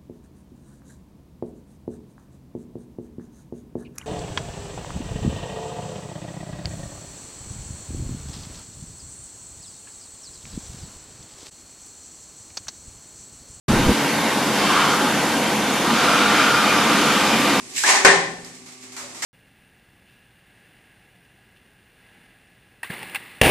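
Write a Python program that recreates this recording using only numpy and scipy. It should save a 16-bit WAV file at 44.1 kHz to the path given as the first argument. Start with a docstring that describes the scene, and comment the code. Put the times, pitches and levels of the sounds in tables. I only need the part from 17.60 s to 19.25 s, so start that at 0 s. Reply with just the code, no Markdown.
"""A cover gives way under a hydraulic press in a hard-walled workshop, where machines hum and hiss.
First the cover ticks, squeaks and tears under the load. Just before half a second it breaks with one
loud crack that sets cover and press ringing; the recorder rounds off the peak. Then the broken faces
squeak as they slip, a piece settles with a soft thud, and the ticking goes on to the end."""
import sys
import numpy as np
from scipy import signal
from scipy.fft import rfft, irfft, next_fast_len
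from scipy.io import wavfile
from scipy.ndimage import map_coordinates

SR = 44100
rng = np.random.default_rng(int(sys.argv[2]) if len(sys.argv) > 2 else 0)


def generate_wav(signal):
    """Clip the signal to [-1, 1] and save it as 16-bit WAV at the path in sys.argv[1]."""
    frames = np.transpose(np.atleast_2d(signal))
    scaled = np.clip(frames, -1, 1) * 32767
    pcm = np.round(scaled).astype(np.int16)
    wavfile.write(sys.argv[1], SR, pcm)


N = 72765


def amp(db):
    """Turn decibels into a gain."""
    return 10 ** (np.asarray(db) / 20)


def unit(x):
    """Scale a sound to an average power of 1."""
    return x / np.sqrt(np.mean(x ** 2) + 1e-20)


def along(points, hz):
    """Read between the rows of a (Hz, value) table, on a pitch scale."""
    row_hz, values = np.transpose(points)
    return np.interp(np.log(hz + 1), np.log(row_hz + 1), values)


def rise(t, attack_s=0.00052):
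    """A swell from silence; by default the nearly instant front of a crack."""
    return 1 - np.exp(-t / attack_s)


def fall(t, fade_s):
    """A dying away. A fade time is how long it takes to lose 60 dB."""
    return np.exp(-np.log(1000) * np.maximum(t, 0) / fade_s)


def pan(db):
    """Left and right gains. Pan is how many dB louder the left side is."""
    return amp(np.array([[db], [-db]]) / 2)


def wobble(rate, size=SR):
    """A smooth curve through `rate` random points a second."""
    points = rng.standard_normal(int(size * rate / SR) + 4)
    return map_coordinates(points, [np.arange(size) * rate / SR])


def add(out, start, x):
    """Mix x in from `start` seconds."""
    i = max(round(start * SR), 0)
    out[:, i:i + x.shape[-1]] += x[..., :N - i]


# How alike left and right sound. Each row: frequency in Hz, likeness (1 is the same, 0 unrelated).
LIKENESS = [(40, 0.31), (130, 0.98), (300, 0.84), (550, 0.78), (1000, 0.48), (2000, .1), (12000, 0)]
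def stereo_angle(hz):
    """An angle that grows as left and right become less alike."""
    return np.arccos(np.clip(along(LIKENESS, hz), -1, 1)) / 2


# Which way the room's sound leans. Each row: frequency in Hz, pan in dB.
ROOM_PAN = [(60, 5), (250, 4.5), (900, 1.5), (1900, 4.5), (3000, 2), (5000, 0), (7500, -6.5), (12000, -21)]
def room_noise(colour, body_db=0, size=SR):
    """Noise as the room's echoes reach two microphones; body_db tilts it below about 1.5 kHz."""
    n = next_fast_len(size)
    hz = np.fft.rfftfreq(n, 1 / SR)
    angle = stereo_angle(hz)
    mid, side = rfft(rng.standard_normal((2, n))) * [np.cos(angle), np.sin(angle)]
    gain_db = along(colour, hz) + along([(1200, body_db), (2000, 0.0055)], hz)
    lean_db = np.outer([.5, -.5], along(ROOM_PAN, hz))
    spectrum = np.array([mid + side, mid - side]) * amp(gain_db + lean_db)
    return unit(irfft(spectrum, n)[:, :size])


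# The motors' tones. Each row: pitch in Hz, level in dB.
MOTOR_TONES = [(120, -64), (253, -54), (387, -58.5), (770, -65.5), (1152, -66.5), (2153, -65)]
# The tone colour of the fans. Each row: frequency in Hz, relative level in dB.
FAN_COLOUR = [(15, -60), (25, -24), (189, -10), (260, -3), (563, -16), (735, -13.5), (934, -16),
              (1160, -13), (1250, -20.5), (2310, -12), (3260, -17), (5270, -13), (8070, -12.5),
              (12700, -40), (14500, -51)]
# How loud the fans are. Each row: time in seconds, level in dB.
FAN_LEVEL = [(0, -41), (.14, -41.5), (.7, -43.5), (1.2, -49.5), (1.65, -40)]
def machines(waver_db=2):
    """Motors hum, wavering in level and pitch, over the hiss of fans."""
    t = np.arange(N) / SR
    hum = np.zeros(N)
    for hz, db in MOTOR_TONES:
        level = amp(db + waver_db * wobble(10.12, N)) * np.sqrt(2)
        hum += level * np.sin(2 * np.pi * hz * t + wobble(9.85, N))
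    fan_db = np.interp(t, *np.transpose(FAN_LEVEL))
    return pan(1.2) * hum + amp(fan_db) * room_noise(FAN_COLOUR, size=N)


def thud(start=.832, hz=131, db=-46):
    """A piece settles with one soft, low note on the right."""
    out, t = np.zeros((2, N)), np.arange(SR) / SR
    add(out, start, amp(db) * pan(-14) * np.sin(2 * np.pi * hz * t) * fall(t, fade_s=.09))
    return out


# The echo of the hard walls. Each row: frequency in Hz, fade time in seconds.
ROOM_FADE = [(60, 0.97), (170, 0.93), (400, 0.75), (1000, .56), (2000, 0.55), (4000, 0.6), (8000, 0.51),
             (13000, 0.38)]
def crack(colour, hold, body_db=0):
    """A crack fills the room for `hold` seconds; then each frequency dies at its own speed."""
    hz, t, spectrum = signal.stft(room_noise(colour, body_db), SR, nperseg=256)
    fading = fall(t - hold, along(ROOM_FADE, hz)[:, None])
    _, sound = signal.istft(spectrum * fading, SR)
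    return sound[:, :SR] * rise(np.arange(SR) / SR)


# Small cracks. Each row: start in seconds, level in dB, low-end boost in dB, hold in seconds.
TICKS = [(.055, -53, -4, 0.025), (.092, -42.5, -8, 0.036), (.136, -38, -25, .01), (.15, -33, -15, .01),
         (.162, -25, -10.5, 0.0077), (.1795, -25.5, -10.5, 0.067), (.8466, -43, -0.5, .03),
         (.9444, -46.5, -3, .01), (1.06, -43.5, 4, 0.012), (1.0821, -50, -7, 0.012),
         (1.1195, -45, -12, 0.0046), (1.134, -68, -8, 0.0045), (1.2093, -47.5, -11, 0.032),
         (1.226, -44, 1, 0.018), (1.32, -43, 0.5, 0.027), (1.3644, -34, 5.5, 0.04), (1.49, -45, 12, 0.013),
         (1.5455, -40.5, 3.5, 0.062), (1.6214, -25.5, 4, 0.029)]
# Their tone colour. Each row: frequency in Hz, relative level in dB.
TICK_COLOUR = [(100, -38), (300, -22), (600, -6.5), (1100, -1.5), (1600, -1), (2100, 2.5), (3100, -2.5),
               (4200, 0), (5500, 1.5), (7700, 2.5), (10000, -13), (12500, -19), (15000, -41)]
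def ticks():
    """The brittle cover gives in tiny cracks, before and after the break."""
    out = np.zeros((2, N))
    for start, db, body_db, hold in TICKS:
        add(out, start, amp(db) * crack(TICK_COLOUR, hold, body_db))
    return out


# Slips. Each row: start and length in seconds, first and last pitch in Hz, level and pan in dB.
SQUEAKS = [(0.165, 0.019, 2676, 2890, -32.5, 2), (0.174, 0.016, 1845, 1790, -34.5, 7),
           (0.1787, 0.00366, 7880, 7560, -19.5, -13), (0.236, 0.0189, 1498, 1846, -17.5, 5),
           (0.289, 0.012, 2080, 2230, -21, 11), (0.45, 0.0222, 1506, 1784, -18.5, 1),
           (0.479, 0.0274, 1768, 1827, -13, 9.5), (1.427, 0.048, 560, 580, -45, 1),
           (1.621, .026, 2014, 2154, -33.5, 2)]
def squeaks(roughness=0.5, echo_db=-1.5):
    """Broken faces slip on each other in short, rough, gliding tones, each with its echo."""
    out, echo_t = np.zeros((2, N)), np.arange(SR // 2) / SR
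    for start, length, first_hz, last_hz, db, pan_db in SQUEAKS:
        n = int(length * SR)
        glide = 2 * np.pi * np.cumsum(np.linspace(first_hz, last_hz, n)) / SR
        phase = glide + roughness * wobble(595)[:n]
        tone = amp(db) * pan(pan_db) * np.sin(phase) * signal.windows.tukey(n, .2)
        room = rng.standard_normal((2, SR // 2)) * fall(echo_t, along(ROOM_FADE, last_hz))
        echo = signal.fftconvolve(tone, room / np.linalg.norm(room[0]), axes=1)
        add(out, start, tone)
        add(out, start, amp(echo_db) * echo)
    return out


# Sharp snaps. Each row: start in seconds, level in dB, pan in dB.
SNAPS = [(0.2367, -24, -14), (.449, -13.5, -16.5), (0.467, -21, -18), (0.8467, -38.5, -12),
         (1.3647, -40, -16)]
# Their tone colour. Each row: frequency in Hz, relative level in dB.
SNAP_COLOUR = [(500, -20), (3000, -10), (5000, 3.5), (7800, -4), (10000, 3), (14500, -10)]
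def snaps():
    """The cover snaps in bright bursts, heard directly with no echo."""
    out, t = np.zeros((2, N)), np.arange(SR) / SR
    for start, db, pan_db in SNAPS:
        burst = unit(room_noise(SNAP_COLOUR)[0]) * fall(t, fade_s=0.025)
        add(out, start, amp(db) * pan(pan_db) * burst)
    return out


# The notes of cover and press. Each row: pitch in Hz, relative level in dB, fade time in seconds.
RING_NOTES = [(173.5, -16.5, 1.17), (392.3, -1, 0.59), (546.9, -8.5, 0.65), (747, -8, 0.49),
              (777, -11, 0.72), (848, -6, 0.37), (962, -9, 0.47), (1055, -5, .42), (1511, -7, 0.34),
              (1790, -2, 0.6), (1786, -9, 0.36), (1974, -6, 0.51), (2030, -13, 0.31), (2430, -14, 0.62)]
def ring(low_hz):
    """Cover and press ring at their own notes; those below low_hz are barely stirred."""
    out, t = np.zeros((2, SR)), np.arange(SR) / SR
    for hz, db, fade_s in RING_NOTES:
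        angle = stereo_angle(hz)
        phase = 2 * np.pi * (hz * t + rng.random()) + 0.14 * wobble(26)
        level = amp(db) / (1 + (low_hz / hz) ** 4)
        out += level * np.sin(phase + np.array([[angle], [-angle]])) * fall(t, fade_s)
    return pan(1.5) * out * rise(t, attack_s=0.013)


# Tears. Each row: start in seconds, level in dB, low-end boost in dB, hold in seconds.
TEARS = [(0.2368, -21.5, 0.5, 0.024), (.26, -17.5, -10, 0.028), (0.275, -20, 4.5, 0.0091),
         (0.289, -14.5, -2, 0.018), (0.348, -18.5, 2.5, 0.012)]
# Their tone colour. Each row: frequency in Hz, relative level in dB.
TEAR_COLOUR = [(35, -85), (60, -48), (101, -28.5), (356, -12), (390, -6), (447, -19.5), (846, -2),
               (906, -7), (1020, -0.5), (1370, -11), (1680, -10.5), (1840, -1.5), (3110, -12.5),
               (7220, -9.5), (11700, -32), (12800, -49), (14000, -69)]
def tears(ring_db=-5.5):
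    """The cover tears before it breaks, and each tear sets cover and press ringing."""
    out = np.zeros((2, N))
    for start, db, body_db, hold in TEARS:
        add(out, start, amp(db) * crack(TEAR_COLOUR, hold, body_db))
    for start, db, body_db, _ in TEARS:
        add(out, start, amp(db + body_db + ring_db) * ring(low_hz=427))
    return out


# The break's first knock. Each row: pitch in Hz, rough width in Hz, relative level in dB.
KNOCK_TONES = [(403, 135, -12), (555, 49, -7), (730, 34, -10), (1070, 120, 3.5), (1520, 120, 1),
               (1790, 97, -4), (2050, 150, -3)]
# The tone colour of the break. Each row: frequency in Hz, relative level in dB.
BREAK_COLOUR = [(18, -68), (30, -46), (118, -20.5), (161, -15), (270, -15.5), (388, -4.5), (442, -6.5),
                (668, -8), (760, 1), (935, -8), (1060, -0.5), (1340, -11.5), (1530, -1), (1650, -6),
                (1830, -1), (2920, -12.5), (8210, -15.5), (13100, -57), (14500, -76)]
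def fracture(start=.448):
    """The cover breaks: a blast (the first wave of sound), a knock, an echoing crack and a long ring."""
    out, t = np.zeros((2, N)), np.arange(SR) / SR
    tones = sum(amp(db) * np.sin(2 * np.pi * (hz * t + rng.random()) + wobble(width))
                for hz, width, db in KNOCK_TONES)
    knock = amp(-7.5) * unit(tones) * fall(t, fade_s=0.11)
    echo = amp(-7) * crack(BREAK_COLOUR, hold=0.0082)
    blast = amp(-5) * room_noise(BREAK_COLOUR) * fall(t, fade_s=0.051)
    ringing = amp(-12) * ring(low_hz=0)
    add(out, start, (blast + knock) * rise(t) + echo + ringing)
    return out


def scene():
    """Mix everything; the smaller cracks lose their bass below 186 Hz."""
    bass_cut = signal.butter(4, 186, "high", fs=SR, output="sos")
    cracking = signal.sosfilt(bass_cut, ticks() + tears() + snaps())
    return cracking + fracture() + squeaks() + thud() + machines()


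def record(dry, ceiling=.97, hardness=5, top_hz=14800):
    """The recorder rounds off the highest peaks and cuts the very highest treble."""
    rounded = dry / (1 + np.abs(dry / ceiling) ** hardness) ** (1 / hardness)
    n = next_fast_len(N + SR // 2)
    hz = np.fft.rfftfreq(n, 1 / SR)
    treble_cut = np.clip((top_hz - hz) / 600 + .5, 0, 1)
    return irfft(rfft(rounded, n) * treble_cut, n)[:, :N]


dry = scene()
out = record(dry)
generate_wav(out)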